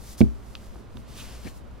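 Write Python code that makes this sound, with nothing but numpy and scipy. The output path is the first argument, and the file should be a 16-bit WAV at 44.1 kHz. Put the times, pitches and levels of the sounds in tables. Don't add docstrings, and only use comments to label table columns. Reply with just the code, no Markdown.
import sys
import numpy as np
from scipy import signal
from scipy.fft import rfft, irfft
from scipy.io import wavfile

SR = 44100
rng = np.random.default_rng(int(sys.argv[2]) if len(sys.argv) > 2 else 0)


def wav_record(signal):
    frames = np.transpose(np.atleast_2d(signal))
    bounded = np.clip(frames, -1, 1)
    quanta = np.round(bounded * 32767).astype(np.int16)
    wavfile.write(sys.argv[1], SR, quanta)


N = 79380
T, HZ = np.arange(N) / SR, np.fft.rfftfreq(N, 1 / SR)


def amp(db):
    return 10 ** (np.asarray(db) / 20)

def unit(x):
    return x / np.sqrt(np.mean(x ** 2) + 1e-20)

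def over_hz(points):
    f, value = np.transpose(points)
    return np.interp(np.log(HZ + 1), np.log(f + 1), value)

def pan(db):
    return amp(np.array([np.atleast_1d(db), -np.atleast_1d(db)]) / 2)

def pair(a, b, correlation):
    c = np.clip(correlation, -1, 1)
    return np.array([a, c * a + np.sqrt(1 - c ** 2) * b])

def ring(start, hz, t60, rise, lag=0):
    t = np.maximum(T - start, 0)
    envelope = (1 - np.exp(-t / rise)) * np.exp(-np.log(1000) * t / t60)
    return envelope * np.sin(2 * np.pi * (hz * t - lag))


# f/Hz, relative level/dB
AIR_SPECTRUM = [(15, 2), (35, -4.5), (55, 4), (80, -3), (125, -3), (160, -13), (225, -6.5), (290, -14),
                (400, -15.5), (600, -17.5), (850, -22), (1150, -22), (1700, -29.5), (4000, -37.5),
                (8000, -51.5), (16000, -66.5)]
# f/Hz, left minus right/dB
AIR_BALANCE = [(40, 3), (90, 1.5), (200, -2), (600, -4), (1200, -4.5), (2500, -1), (8000, -0.5)]
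# f/Hz, left-right correlation/1
AIR_CORRELATION = [(60, -0.087), (130, 0.42), (1400, 0.26), (3100, 0.67), (7000, 0.26), (15000, -0.84)]

def room_tone():
    hum_hz = 56.5
    a, b, drift = rfft(rng.standard_normal((3, N)))
    spectra = pair(a, b, over_hz(AIR_CORRELATION)) * amp(over_hz(AIR_SPECTRUM))
    air = unit(irfft(spectra * pan(over_hz(AIR_BALANCE)), N))
    waver = .22 * unit(irfft(drift * np.exp(-(HZ / 5) ** 2), N))
    hum = np.sqrt(2) * (1 + waver) * np.sin(2 * np.pi * hum_hz * T + waver[::-1])
    return amp(-43) * air + hum * amp([[-46], [-54]])

def reverberation(x, db, t60):
    t, first_delay_s = T[:SR // 3], .0019
    taps = rng.standard_normal((2, len(t))) * (rng.random((2, len(t))) < .05)
    taps *= (t > first_delay_s) * np.exp(-np.log(1000) * t / t60)
    taps /= np.linalg.norm(taps, axis=1, keepdims=True)
    return amp(db) * signal.fftconvolve(x, taps, axes=1)[:, :N]


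# f/Hz, left level/dB, right level/dB, T60/s, right lag/cycles
TABLE_MODES = [(61.3, -13, -17, 0.35, 0.553), (94, -5.5, -5, 0.11, 0.4), (130.2, -15.5, -8, 0.13, 1),
               (164, -12, -4.5, 0.045, 0.18), (184.7, -12, -8, 0.095, 0.14), (221.7, -8, 4.5, 0.081, 0.12),
               (256, -18.5, -14, 0.14, 0.15), (311, -14, -13.5, 0.11, 0.22),
               (349.4, -22.5, -1.5, 0.046, 0.0053), (395.5, -22.5, -20.5, 0.15, 0.35),
               (476, -18.5, -12, 0.055, .1), (654.4, -24.5, -20.5, .065, 0.16),
               (730, -25.5, -27, 0.06, 0.054), (842, -47, -33, 0.099, 0.69), (974, -49, -41, 0.086, 0.85)]
# t/s, level/dB, spectral roll-off/(dB per octave)
TABLE_BLOWS = [(0.2071, 3, 1.5), (0.756, -36, -7), (.789, -35, -4), (0.949, -30.5, 6.5), (.973, -32, 8.5),
               (1.451, -25, 2.5), (1.462, -25.5, -4)]

def table_thumps():
    pivot_hz, rise_cycles = 225, 1.3
    out = np.zeros((2, N))
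    for start, db, rolloff in TABLE_BLOWS:
        for hz, left_db, right_db, t60, lag in TABLE_MODES:
            gain = -amp(db - rolloff * np.log2(hz / pivot_hz))
            rise = rise_cycles / hz
            out[0] += gain * amp(left_db) * ring(start, hz, t60, rise, -lag)
            out[1] += gain * amp(right_db) * ring(start, hz, t60, rise)
    return out


# f/Hz, right lead/rad
RIGHT_LEAD = [(100, 0.5), (2000, 0.33), (5500, 0.89), (8000, 1.5), (11500, 2.08), (15000, 1)]

def arrival(spectra):
    return irfft(spectra * np.exp(1j * np.array([[0], [1]]) * over_hz(RIGHT_LEAD)), N)


# f/Hz, relative level/dB, T60/s
STEM_MODES = [(1540, -6.5, 0.02), (2295, -1.5, 0.022), (2420, 4.5, 0.0054), (2700, -20, 0.042),
              (3100, -12, 0.016), (3680, -22.5, 0.048), (4160, -22, .03)]

def stem_clack():
    clack = sum(amp(db - 23.5) * ring(.2137, hz, t60, rise=.00024) for hz, db, t60 in STEM_MODES)
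    return arrival(rfft(clack * pan(db=4)))

def snap(start, hz):
    u = (np.pi * hz * (T - start)) ** 2
    pulse = (2 * u - 1) * np.exp(-u)
    return pulse + amp(-12) * ring(start, hz * .82, t60=.0088, rise=.0001)


# t/s, level/dB, f/Hz
FINGER_SNAPS = [(0.2062, -22.5, 3970), (0.5533, -20.5, 3060), (.5531, -33, 1320), (0.758, -38.5, 1020),
                (0.9726, -38.5, 1040)]
# delay/s, relative level/dB
SNAP_ECHOES = [(.0067, -19), (.0145, -23)]

def finger_ticks():
    direct = sum(amp(db) * snap(start, hz) for start, db, hz in FINGER_SNAPS)
    echoes = sum(amp(db + echo_db) * snap(start + delay, hz)
                 for start, db, hz in FINGER_SNAPS for delay, echo_db in SNAP_ECHOES)
    return arrival(rfft((direct + echoes) * pan(db=-2)))

def crackle(spectrum, correlation):
    contacts_per_s, spread_db, power_share = 9000, 5.5, .29
    size = amp(spread_db * np.minimum(rng.exponential(1, (2, N)), 5))
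    sign = rng.choice([-1, 1], (2, N))
    contacts = unit(size * sign * (rng.random((2, N)) < contacts_per_s / SR))
    hiss = rng.standard_normal((2, N))
    a, b = rfft(np.sqrt(power_share) * contacts + np.sqrt(1 - power_share) * hiss)
    return unit(arrival(pair(a, b, correlation) * amp(over_hz(spectrum))))

def swell(peak_s, db, rise, fall, side_db):
    width = np.where(T < peak_s, rise, fall)
    return amp(db) * pan(side_db) * np.exp(-((T - peak_s) / width) ** 2 / 2)


# t/s, level/dB, rise/s, fall/s, left minus right/dB, f ratio/1
CRUNCH_BURSTS = [(0.9716, -44, 0.0011, 0.00094, -1.5, 1.55), (1.194, -45, 0.015, 0.021, -1.5, 1.43),
                 (1.475, -46, 0.012, 0.0082, 7.5, 0.984)]
# f/Hz, relative level/dB
CRUNCH_SPECTRUM = [(300, -16), (1000, -5), (1500, -16), (1750, 0.5), (2050, -2), (2350, -1), (2850, -4),
                   (3300, -17), (4300, -13), (6000, -25), (16000, -50)]

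def crunches():
    return sum(swell(*shape) * crackle([(hz * ratio, db) for hz, db in CRUNCH_SPECTRUM], correlation=.85)
               for *shape, ratio in CRUNCH_BURSTS)


# t/s, level/dB, rise/s, fall/s, left minus right/dB
HAND_STROKES = [(.1, -64, 0.086, 0.15, -2), (.65, -63.5, 0.13, 0.16, 1), (1.2, -49.5, 0.079, 0.14, -1),
                (1.32, -51.5, 0.073, 0.052, 2), (1.47, -50.5, 0.04, 0.033, 3)]
# f/Hz, relative level/dB
STROKE_SPECTRUM = [(200, 6), (600, 0.5), (1200, -1), (2000, -3), (2800, -0.5), (3700, -2.5), (5000, -3.5),
                   (7000, -9.5), (10000, -11), (16000, -96)]

def strokes():
    power = sum(swell(*stroke) ** 2 for stroke in HAND_STROKES)
    return crackle(STROKE_SPECTRUM, correlation=.85) * np.sqrt(power)


# t/s, level/dB
SLIDE_LEVEL = [(0, -55.5), (.09, -48.5), (.135, -48), (.17, -61.5), (.182, -45), (.208, -44), (.23, -56.5),
               (.27, -63), (.4, -65.5), (.48, -59.5), (.61, -60.5), (.66, -58), (.7, -63.5), (.8, -64.5),
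               (.87, -72), (.99, -60.5), (1.065, -70.5), (1.085, -57.5), (1.145, -56), (1.18, -47.5),
               (1.23, -49.5), (1.28, -53.5), (1.42, -57), (1.485, -51), (1.525, -61), (1.575, -56),
               (1.625, -70.5), (1.8, -68.5)]
# f/Hz, relative level/dB
SLIDE_SPECTRUM = [(500, -13), (1500, -6.5), (3000, -5.5), (5000, 1), (7000, -0.5), (8500, -2),
                  (11000, -0.5), (13500, -6), (16000, -12)]
# t/s, left minus right/dB
SLIDE_BALANCE = [(0, 0), (.18, 2.5), (.3, 1), (1.2, 0.5), (1.5, 3.5), (1.8, -1)]

def loose_strands():
    envelope = amp(np.interp(T, *np.transpose(SLIDE_LEVEL)))
    balance = pan(np.interp(T, *np.transpose(SLIDE_BALANCE)))
    return crackle(SLIDE_SPECTRUM, correlation=.7) * envelope * balance

def scene():
    tinsel = loose_strands() + strokes() + crunches()
    clicks, thumps = stem_clack() + finger_ticks(), table_thumps()
    room = reverberation(clicks, db=-16.5, t60=.16) + room_tone()
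    room += reverberation(thumps, db=-17.5, t60=.31)
    return room + thumps + clicks + tinsel

def record(dry):
    ceiling, cutoff_hz = 1.05, 15850
    rounded = dry / (1 + (dry / ceiling) ** 8) ** (1 / 8)
    lowpass = signal.firwin(511, cutoff_hz, window=("kaiser", 9), fs=SR)
    return signal.oaconvolve(rounded, lowpass[None], "same")


dry = scene()
out = record(dry)
wav_record(out)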